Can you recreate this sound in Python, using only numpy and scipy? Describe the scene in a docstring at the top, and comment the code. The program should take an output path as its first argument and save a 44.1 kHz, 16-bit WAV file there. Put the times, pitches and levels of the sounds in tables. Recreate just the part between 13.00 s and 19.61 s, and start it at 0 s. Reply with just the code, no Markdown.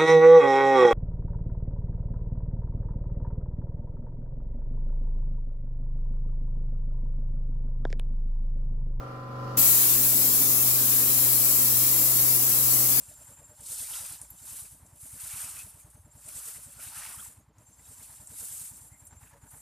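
"""Long corn leaves are pushed aside close by and slide over one another, swish after swish.
Stick-slip friction makes their edges hiss, their faces scrape and their bending blades sound hollow;
now and then one squeaks or snaps free. Far off, a slow single-cylinder engine, probably a field pump,
chugs as a train of exhaust pulses and knocks. Two insects pulse thinly near 7 kHz by stridulation,
over fainter chirps, a few soft low bumps and the noise of distant air."""
import sys
import numpy as np
from scipy import signal
from scipy.fft import rfft, irfft
from scipy.io import wavfile

SR = 44100
rng = np.random.default_rng(int(sys.argv[2]) if len(sys.argv) > 2 else 0)


def int16_out(signal):
    """Quantize to a 16-bit WAV file."""
    q = np.round(np.clip(np.atleast_2d(signal).T, -1, 1) * 32767)
    wavfile.write(sys.argv[1], SR, q.astype(np.int16))


N = 291501
TIME = np.arange(N) / SR

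# Spectra of sliding edges, flat faces and bending blades: (frequency [Hz], level [dB])
HISS_SPECTRUM = [(2500, -57), (5000, -37), (6400, -9.5), (7400, -6.5), (8700, -1), (9700, -2),
                 (11000, -7.5), (12500, -5), (14200, -7)]
SCRAPE_SPECTRUM = [(900, -16), (2000, -15), (3000, -5), (4200, 0.5), (5500, 4.5), (7000, 0), (10000, 3.5),
                   (14000, -28)]
BEND_SPECTRUM = [(250, -40), (480, -19.5), (750, -3.5), (1000, -6), (1400, 1.5), (2050, -7.5), (2650, -3.5),
                 (3400, -9.5), (6000, -41)]
def leaves():
    """Stick-slip friction: faster sliding gives more slips, and passing contacts ring on top."""
    hiss_db, scrape_db, bend_db = swish_levels()
    slips_per_s = 7000 * from_db(.6 * (hiss_db - hiss_db.max()))
    judder = from_db(0.6 * drift(25) + 1.44 * drift(10.8))
    edges = colour(slips(slips_per_s, spread_db=2.5, blur=1.0), HISS_SPECTRUM)
    edges += from_db(-2) * contacts(7780, 10920, bandwidth_ratio=0.087, spread_db=7)
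    faces = colour(slips(slips_per_s, spread_db=-0.5, blur=0.73), SCRAPE_SPECTRUM)
    faces += from_db(-4) * contacts(2666, 6900, bandwidth_ratio=0.035, spread_db=5)
    folds = colour(slips(slips_per_s / 4, spread_db=2, blur=0.84), BEND_SPECTRUM)
    folds += from_db(2) * contacts(884, 2650, bandwidth_ratio=0.11, spread_db=9)
    hiss = from_db(hiss_db + 0.5) * edges
    scrape = from_db(scrape_db - 0.5) * faces
    bend = from_db(bend_db - 3.5) * folds
    return judder * (hiss + scrape + bend)


# Leaves swept aside: (time at full speed [s], rise [s], hold [s], fall [s],
# hiss level [dB], scrape level [dB], bend level [dB])
LEAF_SWISHES = [(.01, 0.21, 0.087, 0.39, -55, -65, -71.5), (0.183, 0.043, .1, 0.5, -58.5, -73, -70),
                (0.733, 0.17, 0.044, 0.51, -41, -50.5, -63.5), (0.932, 0.22, 0.11, 0.29, -44, -51, -57.5),
                (1.481, .2, 0.0067, .39, -45, -56.5, -63.5), (2.009, 0.092, 0.18, .22, -51, -70, -88),
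                (2.283, 0.33, 0.17, 0.43, -43, -53.5, -55), (2.899, 0.021, .04, 0.11, -62, -74, -80.5),
                (3.375, 0.23, 0.063, 0.45, -43.5, -54.5, -59),
                (3.831, 0.17, 0.059, 0.27, -47.5, -57.5, -61), (3.974, 0.34, .1, 0.24, -47, -53, -52),
                (4.174, 0.17, .07, 0.14, -48, -63.5, -64), (4.587, 0.025, 0.041, 0.11, -66, -82, -84),
                (4.934, 0.3, 0.11, 0.75, -53, -64, -69.5), (5.402, 0.16, 0.2, 0.35, -44.5, -58, -66),
                (5.791, 0.26, 0.26, 0.28, -64.5, -83, -79.5), (6.228, 0.14, 0.047, 0.18, -61.5, -77, -71),
                (6.515, 0.16, 0.13, .26, -58, -89, -76)]
def swish_levels():
    """Incoherent swishes add in power. Hiss follows speed; scrape and bend also follow pressure."""
    bend_lag_s = 0.011
    power = 1e-12
    for at, rise, hold, fall, hiss_db, scrape_db, bend_db in LEAF_SWISHES:
        speed_db = swell_db(at, at + hold, rise, fall)
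        bending_db = swell_db(at + bend_lag_s, at + hold + bend_lag_s, rise, fall)
        pressure_db = -22 * ((TIME - at - hold / 2) / (rise + hold + fall)) ** 2  # greatest mid-swish
        levels = [hiss_db + speed_db,
                  scrape_db + 0.86 * speed_db + pressure_db,
                  bend_db + 0.87 * bending_db + pressure_db]
        power = power + from_db(np.maximum(levels, -130)) ** 2
    return 10 * np.log10(power)


def slips(per_s, spread_db, blur):
    """Shot noise: random clicks of uneven size over the Gaussian blur of countless smaller ones."""
    sizes = from_db(spread_db * np.minimum(rng.exponential(1, (2, N)), 4))
    signs = rng.choice([-1, 1], (2, N))
    slipping = rng.random((2, N)) < per_s / SR
    return unit_rms(sizes * signs * slipping) + blur * rng.standard_normal((2, N))


def contacts(low_hz, high_hz, bandwidth_ratio, spread_db):
    """Forced resonance: each passing contact sets part of a blade ringing for a moment."""
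    out = 0
    for hz in np.geomspace(low_hz, high_hz, 9):
        mode = resonate(rng.standard_normal((2, N)), hz, bandwidth_ratio * hz)
        out += mode * from_db(spread_db * np.minimum(drift(30), 2))
    return unit_rms(out)


# Leaves snapping free: (time [s], level [dB], decay time [s], frequency [Hz])
LEAF_SNAPS = [(0.604, -37, 0.0064, 9000), (0.661, -29.5, 0.0099, 8600), (0.714, -28, 0.027, 8800),
              (0.932, -30.5, .006, 3160), (1.1216, -30, 0.003, 9000), (1.13, -40, 0.0048, 10300),
              (1.215, -25, 0.0014, 9100), (1.3025, -31.5, 0.0025, 12500), (1.860, -47.5, 0.0082, 7800),
              (2.444, -34, .004, 9000), (2.900, -46, 0.008, 8900), (3.257, -36, 0.0044, 8200),
              (3.362, -42, 0.007, 9150), (4.125, -33, 0.025, 9100), (4.195, -35, .01, 9100),
              (4.582, -50, 0.0033, 7250), (4.792, -49, .0064, 2000), (5.002, -45.5, .008, 2100),
              (5.272, -32.5, 0.0018, 8200), (5.293, -41, .002, 8600), (6.051, -44, 0.0032, 12900),
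              (6.067, -36.5, 0.0074, 9060), (6.229, -45, 0.0051, 1810)]
def snaps():
    """Transient excitation: a leaf lets go with a crack that drives a damped resonance of its edge."""
    out = np.zeros((2, N))
    age = TIME[:SR // 20]
    for at, db, decay, hz in LEAF_SNAPS:
        force = from_db(db) * (np.exp(-age / decay) + 0.28 * np.exp(-age / 0.018))
        attack = 1 - np.exp(-age / (0.36 * decay))
        crack = force * attack * rng.choice([-1, 1], (2, len(age)))
        edge = resonate(resonate(crack, hz, 0.35 * hz), hz, 0.35 * hz)
        start = int(at * SR)
        out[:, start:start + len(age)] += from_db(3.5) * edge + 0.073 * crack
    return out * [[1], [from_db(-15)]]  # a weak side signal keeps snaps near the centre


# Left-right coherence of the leaves: (frequency [Hz], correlation [ratio])
LEAF_COHERENCE = [(4000, 1), (5000, .92), (6000, .82), (7000, .53), (9000, .44), (10500, .37), (14000, .5)]
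def widen(pair):
    """Partial coherence: mid and side sum to channels alike in the bass, partly apart in the treble."""
    coherence = np.clip(per_bin(LEAF_COHERENCE), 0, 1)
    mid, side = pair
    side = irfft(rfft(side) * np.sqrt((1 - coherence) / (1 + coherence)), N)
    return np.array([mid + side, mid - side])


# Squeaking blades: (time [s], frequency [Hz], level [dB], width [s])
LEAF_SQUEAKS = [(.99, 820, -54.5, 0.005), (2.601, 2560, -54, 0.018), (3.799, 1400, -56.5, 0.011),
                (3.968, 1370, -58, 0.0038), (4.146, 1100, -53, 0.0048), (4.196, 1400, -53, 0.0091),
                (4.201, 3270, -55, 0.0074), (4.227, 1270, -50, 0.002), (4.263, 1010, -56, 0.0022),
                (5.944, 2030, -67, 0.023)]
def squeaks():
    """Friction oscillation: a blade that sticks and slips almost periodically gives a brief tone."""
    return sum(rough_tone(*squeak) for squeak in LEAF_SQUEAKS)


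# Progress of the crank: (time [s], firing count [cycles])
CRANK_CYCLES = [(-.114, -2), (.0911, 0), (.499, 4), (1.113, 10), (1.8324, 17), (2.3428, 22), (3.1575, 30),
                (4.0771, 39), (4.7936, 46), (5.513, 53), (6.5409, 63), (6.746, 65)]
# Repeating round of five uneven thumps: (level [dB])
THUMP_ROUND = [-52, -54.5, -51.5, -54.5, -53]
# Near misfires, each weakening the closest thump: (time [s])
WEAK_FIRINGS = [.91, 2.55, 3.46, 4.08, 5.1]
# Transmission over the field: (time [s], thump gain [dB], ringing level [dB], clatter level [dB])
FIELD_TRANSMISSION = [(.1, -1.5, -56.5, -67), (1.0, 0.5, -56, -59.5), (1.4, -1, -67, -67.5),
                      (2.1, 3.5, -60.5, -70), (3.1, 2, -62.5, -68.5), (3.45, -1, -59, -68.5),
                      (4.3, 2, -64.5, -76.5), (4.7, -7, -66.5, -74.5), (5.05, 2.5, -63, -63.5),
                      (5.5, -2, -61.5, -64.5), (5.95, 1.5, -71, -67.5), (6.3, 2, -59, -61.5)]
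def engine():
    """A quasi-periodic pulse train: each firing gives an exhaust thump and mechanical clatter."""
    times, cycles = np.transpose(CRANK_CYCLES)
    numbers = np.arange(cycles[0] + 1, cycles[-1]).astype(int)
    firings = np.interp(numbers, cycles, times)
    carry_db, rings_db, clatters_db = in_time(FIELD_TRANSMISSION, firings)
    weak = np.isin(numbers, np.round(np.interp(WEAK_FIRINGS, times, cycles)))
    thumps_db = np.take(THUMP_ROUND, numbers, mode="wrap") + carry_db - 6.5 * weak
    thumps_db += 0.47 * rng.standard_normal(len(firings))
    return exhaust(firings, thumps_db, rings_db) + clatter(firings, clatters_db)


# Rumble in the field and modes of the pipe: (delay [s], frequency [Hz], level [dB], width [s])
FIELD_RUMBLE = [(0.0428, 56.8, -11.5, 0.031), (0.0159, 141.4, -12, 0.017), (0.02555, 182.7, -12.5, 0.011),
                (0.01183, 242.5, -10.5, 0.0073), (.017, 297.3, -15, 0.011)]
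PIPE_MODES = [(.021, 454, -1.5, 0.0084), (.0225, 591, -3, 0.019), (.0255, 650, 3, 0.0027)]
def exhaust(firings, thumps_db, rings_db):
    """Resonance and reverberation: each pressure pulse rings the pipe and rumbles on in the field."""
    thump_hz = 98
    out = np.zeros(N)
    for at, thump_db, ring_db in zip(firings, thumps_db, rings_db):
        near, age = around(at)
        thump = -np.cos(2 * np.pi * thump_hz * age + 0.27) * bell(age + 0.00039, width=0.0045)
        # the rumble blends many paths, so it varies less than the direct thump
        rumble = from_db(0.52 * thump_db - 26) * mode_bursts(age, FIELD_RUMBLE, spread_db=2.5)
        ringing = from_db(ring_db - 6.5) * mode_bursts(age, PIPE_MODES, spread_db=4)
        out[near] += from_db(thump_db + 5) * thump + rumble + ringing
    return out


def mode_bursts(age, modes, spread_db):
    """Modal superposition: delayed bursts of a few resonances, varying from firing to firing."""
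    out = 0
    for delay, hz, db, width in modes:
        phase, strength, detune = rng.standard_normal(3)
        wave = np.cos(2 * np.pi * hz * (1 + 0.031 * detune) * (age - delay) + 0.73 * phase)
        out += from_db(db + spread_db * strength) * bell(age - delay, width) * wave
    return out


# Knocks within a cycle: (delay after the thump [s], level [dB], width [s])
CYCLE_KNOCKS = [(-.019, 0, 0.0051), (.002, 3, 0.0082), (0.035, -3, 0.0091)]
# Spectrum of the knocks: (frequency [Hz], level [dB])
CLATTER_SPECTRUM = [(400, -36), (700, -5.5), (920, 7), (1150, -6.5), (1600, -1.5), (2200, -8.5),
                    (2700, -17), (4000, -17.5)]
def clatter(firings, clatters_db):
    """Impact noise: piston and valves knock in each cycle and excite the block's main resonance."""
    knocking = np.zeros(N)
    for at, clatter_db in zip(firings, clatters_db):
        near, age = around(at)
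        for delay, db, width in CYCLE_KNOCKS:
            scatter_db = 2.3 * rng.uniform(-1.1, 1)
            knocking[near] += from_db(clatter_db + db + scatter_db) * bell(age - delay, width)
    block = unit_rms(resonate(rng.standard_normal(N), hz=894, width_hz=390))
    rattle = colour(rng.standard_normal(N), CLATTER_SPECTRUM)
    return from_db(-76.5) * block + knocking * (from_db(-1) * rattle + from_db(-18.5) * block)


# Phrases sung by both insects: (start [s], end [s], level [dB])
SONG_PHRASES = [(0, 0.466, -53.5), (0.595, 1.557, -57.5), (1.838, 2.6, -66), (3.09, 4.285, -61),
                (4.65, 5.103, -59.5), (5.2, 6.18, -58), (6.482, 6.61, -61)]
# Wing motion of the nearer insect: (time [s], stroke count [cycles])
WING_STROKES = [(-.025, -1), (.036, 0), (.578, 9), (1.318, 21), (1.802, 29), (3.058, 50), (4.255, 70),
                (4.677, 77), (5.216, 86), (5.76, 95), (6.183, 102), (6.665, 110)]
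def insects():
    """Phase drift: two singers of slightly different pace slide in and out of step."""
    song = sum(from_db(db + swell_db(start, end, rise=0.091, fall=0.19))
               for start, end, db in SONG_PHRASES)
    strokes, = in_time(WING_STROKES, TIME)
    farther_period_s = .06233
    nearer = stridulation(strokes, hz=7434, sag_hz=191, width=0.18, rough_hz=50.6)
    farther = stridulation(TIME / farther_period_s, hz=7260, sag_hz=222.5, width=0.22, rough_hz=82.2)
    return song * (nearer + from_db(-7) * farther)


def stridulation(strokes, hz, sag_hz, width, rough_hz):
    """Stridulation: each stroke swells and fades, its pitch arching with the speed of the wing."""
    within = (strokes + .5) % 1 - .5
    pitch = hz - sag_hz * (1 - np.cos(2 * np.pi * within)) / 2 + rough_hz * drift(293)
    return oscillator(pitch) * bell(within, width) * from_db(2.47 * drift(80))


# Other insects farther off: (time [s], frequency [Hz], level [dB], width [s])
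FAR_CHIRPS = [(.165, 6900, -73, 0.016), (2.815, 7250, -63, 0.011), (2.84, 6480, -69.5, 0.019),
              (2.975, 6340, -73, 0.03), (4.32, 6980, -64.5, 0.012), (4.41, 6700, -71.5, 0.014),
              (4.54, 6700, -79, 0.0067), (4.72, 6300, -71.5, 0.054), (6.15, 6270, -76, 0.033),
              (6.25, 6950, -73, .012), (6.33, 6700, -74, 0.04), (6.43, 7190, -62, 0.01)]
def chirps():
    """Narrow-band pulses: distant insects are heard as faint, brief tones."""
    return sum(rough_tone(*chirp) for chirp in FAR_CHIRPS)


# Soft low bumps: (time [s], level [dB])
LOW_BUMPS = [(3.006, -49), (6.087, -52), (6.172, -48)]
def bumps(hz=83, width=0.0087):
    """Tone bursts: a cycle or two of a low tone is heard as a bump."""
    return sum(from_db(db) * np.sin(2 * np.pi * hz * (TIME - at)) * bell(TIME - at, width)
               for at, db in LOW_BUMPS)


# Spectrum of the distant air: (frequency [Hz], level [dB])
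AIR_SPECTRUM = [(22, -24), (40, -12), (60, 3.5), (110, 4.5), (190, -7.5), (290, -5), (380, -15),
                (650, -12.5), (950, -11.5), (2000, -20.5), (3300, -26.5), (14000, -31.5)]
def air():
    """Ambient noise: a broad spectrum, strongest in the bass, whose level wavers."""
    return from_db(-66.5) * colour(rng.standard_normal(N), AIR_SPECTRUM) * from_db(2.7 * drift(8.7))


def rough_tone(at, hz, db, width):
    """Random frequency modulation roughens a tone that swells and fades."""
    return from_db(db) * bell(TIME - at, width) * oscillator(hz + 110 * drift(201))


def oscillator(hz):
    """Phase is the integral of frequency; the sine has unit rms."""
    return np.sqrt(2) * np.sin(2 * np.pi * np.cumsum(hz) / SR)


def resonate(x, hz, width_hz):
    """A damped two-pole resonator passes a band around its natural frequency."""
    r = np.exp(-np.pi * width_hz / SR)
    feedback = [1, -2 * r * np.cos(2 * np.pi * hz / SR), r * r]
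    return signal.lfilter(np.array([1, 0, -1]) * (1 - r * r) / 2, feedback, x + 1e-18)


def colour(x, spectrum):
    """Source and filter: a spectrum shapes the excitation, returned at unit rms."""
    return unit_rms(irfft(rfft(x) * from_db(per_bin(spectrum)), N))


def drift(hz):
    """Low-pass noise gives a random fluctuation of unit rms."""
    hop, settle = 40, 2000
    r = np.exp(-2 * np.pi * hz * hop / SR)
    noise = rng.standard_normal(N // hop + settle + 2)
    slow = signal.lfilter([1], [1, -2 * r, r * r], noise)[settle:]
    return np.interp(np.arange(N) / hop, np.arange(len(slow)), unit_rms(slow))


def swell_db(start, end, rise, fall):
    """Envelope: 0 dB from start to end, 20 dB down one rise before and one fall after."""
    before = np.maximum(start - TIME, 0) / rise
    after = np.maximum(TIME - end, 0) / fall
    return -20 * (before ** 1.03 + after ** 1.2)


def bell(t, width):
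    """Gaussian window; width is its standard deviation."""
    return np.exp(-.5 * np.minimum((t / width) ** 2, 100))


def around(at):
    """The samples around an event, and their times relative to it."""
    near = slice(max(int(at * SR) - SR // 20, 0), int(at * SR) + SR // 6)
    return near, TIME[near] - at


def in_time(rows, at):
    """Linear interpolation of each column at the given times."""
    times, *columns = np.transpose(rows)
    return [np.interp(at, times, column) for column in columns]


def per_bin(points):
    """Interpolation over log frequency at every Fourier bin."""
    hz, value = np.transpose(points)
    return np.interp(np.log(np.arange(N // 2 + 1) * SR / N + 1), np.log(hz), value)


def from_db(db):
    return 10 ** (np.asarray(db) / 20)


def unit_rms(x):
    return x / np.sqrt(np.mean(x ** 2) + 1e-20)


def scene():
    """Superposition: the near rustle spreads in stereo, while the far sources lie in the centre."""
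    lull_db = -12 * bell(TIME - 4.51, width=0.044)  # the rustle and the air dip briefly
    background = from_db(0.7 * lull_db) * air()
    foliage = widen(from_db(lull_db) * leaves() + snaps()) + squeaks()
    return foliage + engine() + insects() + chirps() + bumps() + background


def record(dry):
    """An elliptic low-pass filter cuts the top of the treble steeply."""
    cutoff_hz = 14220
    return signal.sosfilt(signal.ellip(12, .2, 70, cutoff_hz, fs=SR, output="sos"), dry)


dry = scene()
out = record(dry)
int16_out(out)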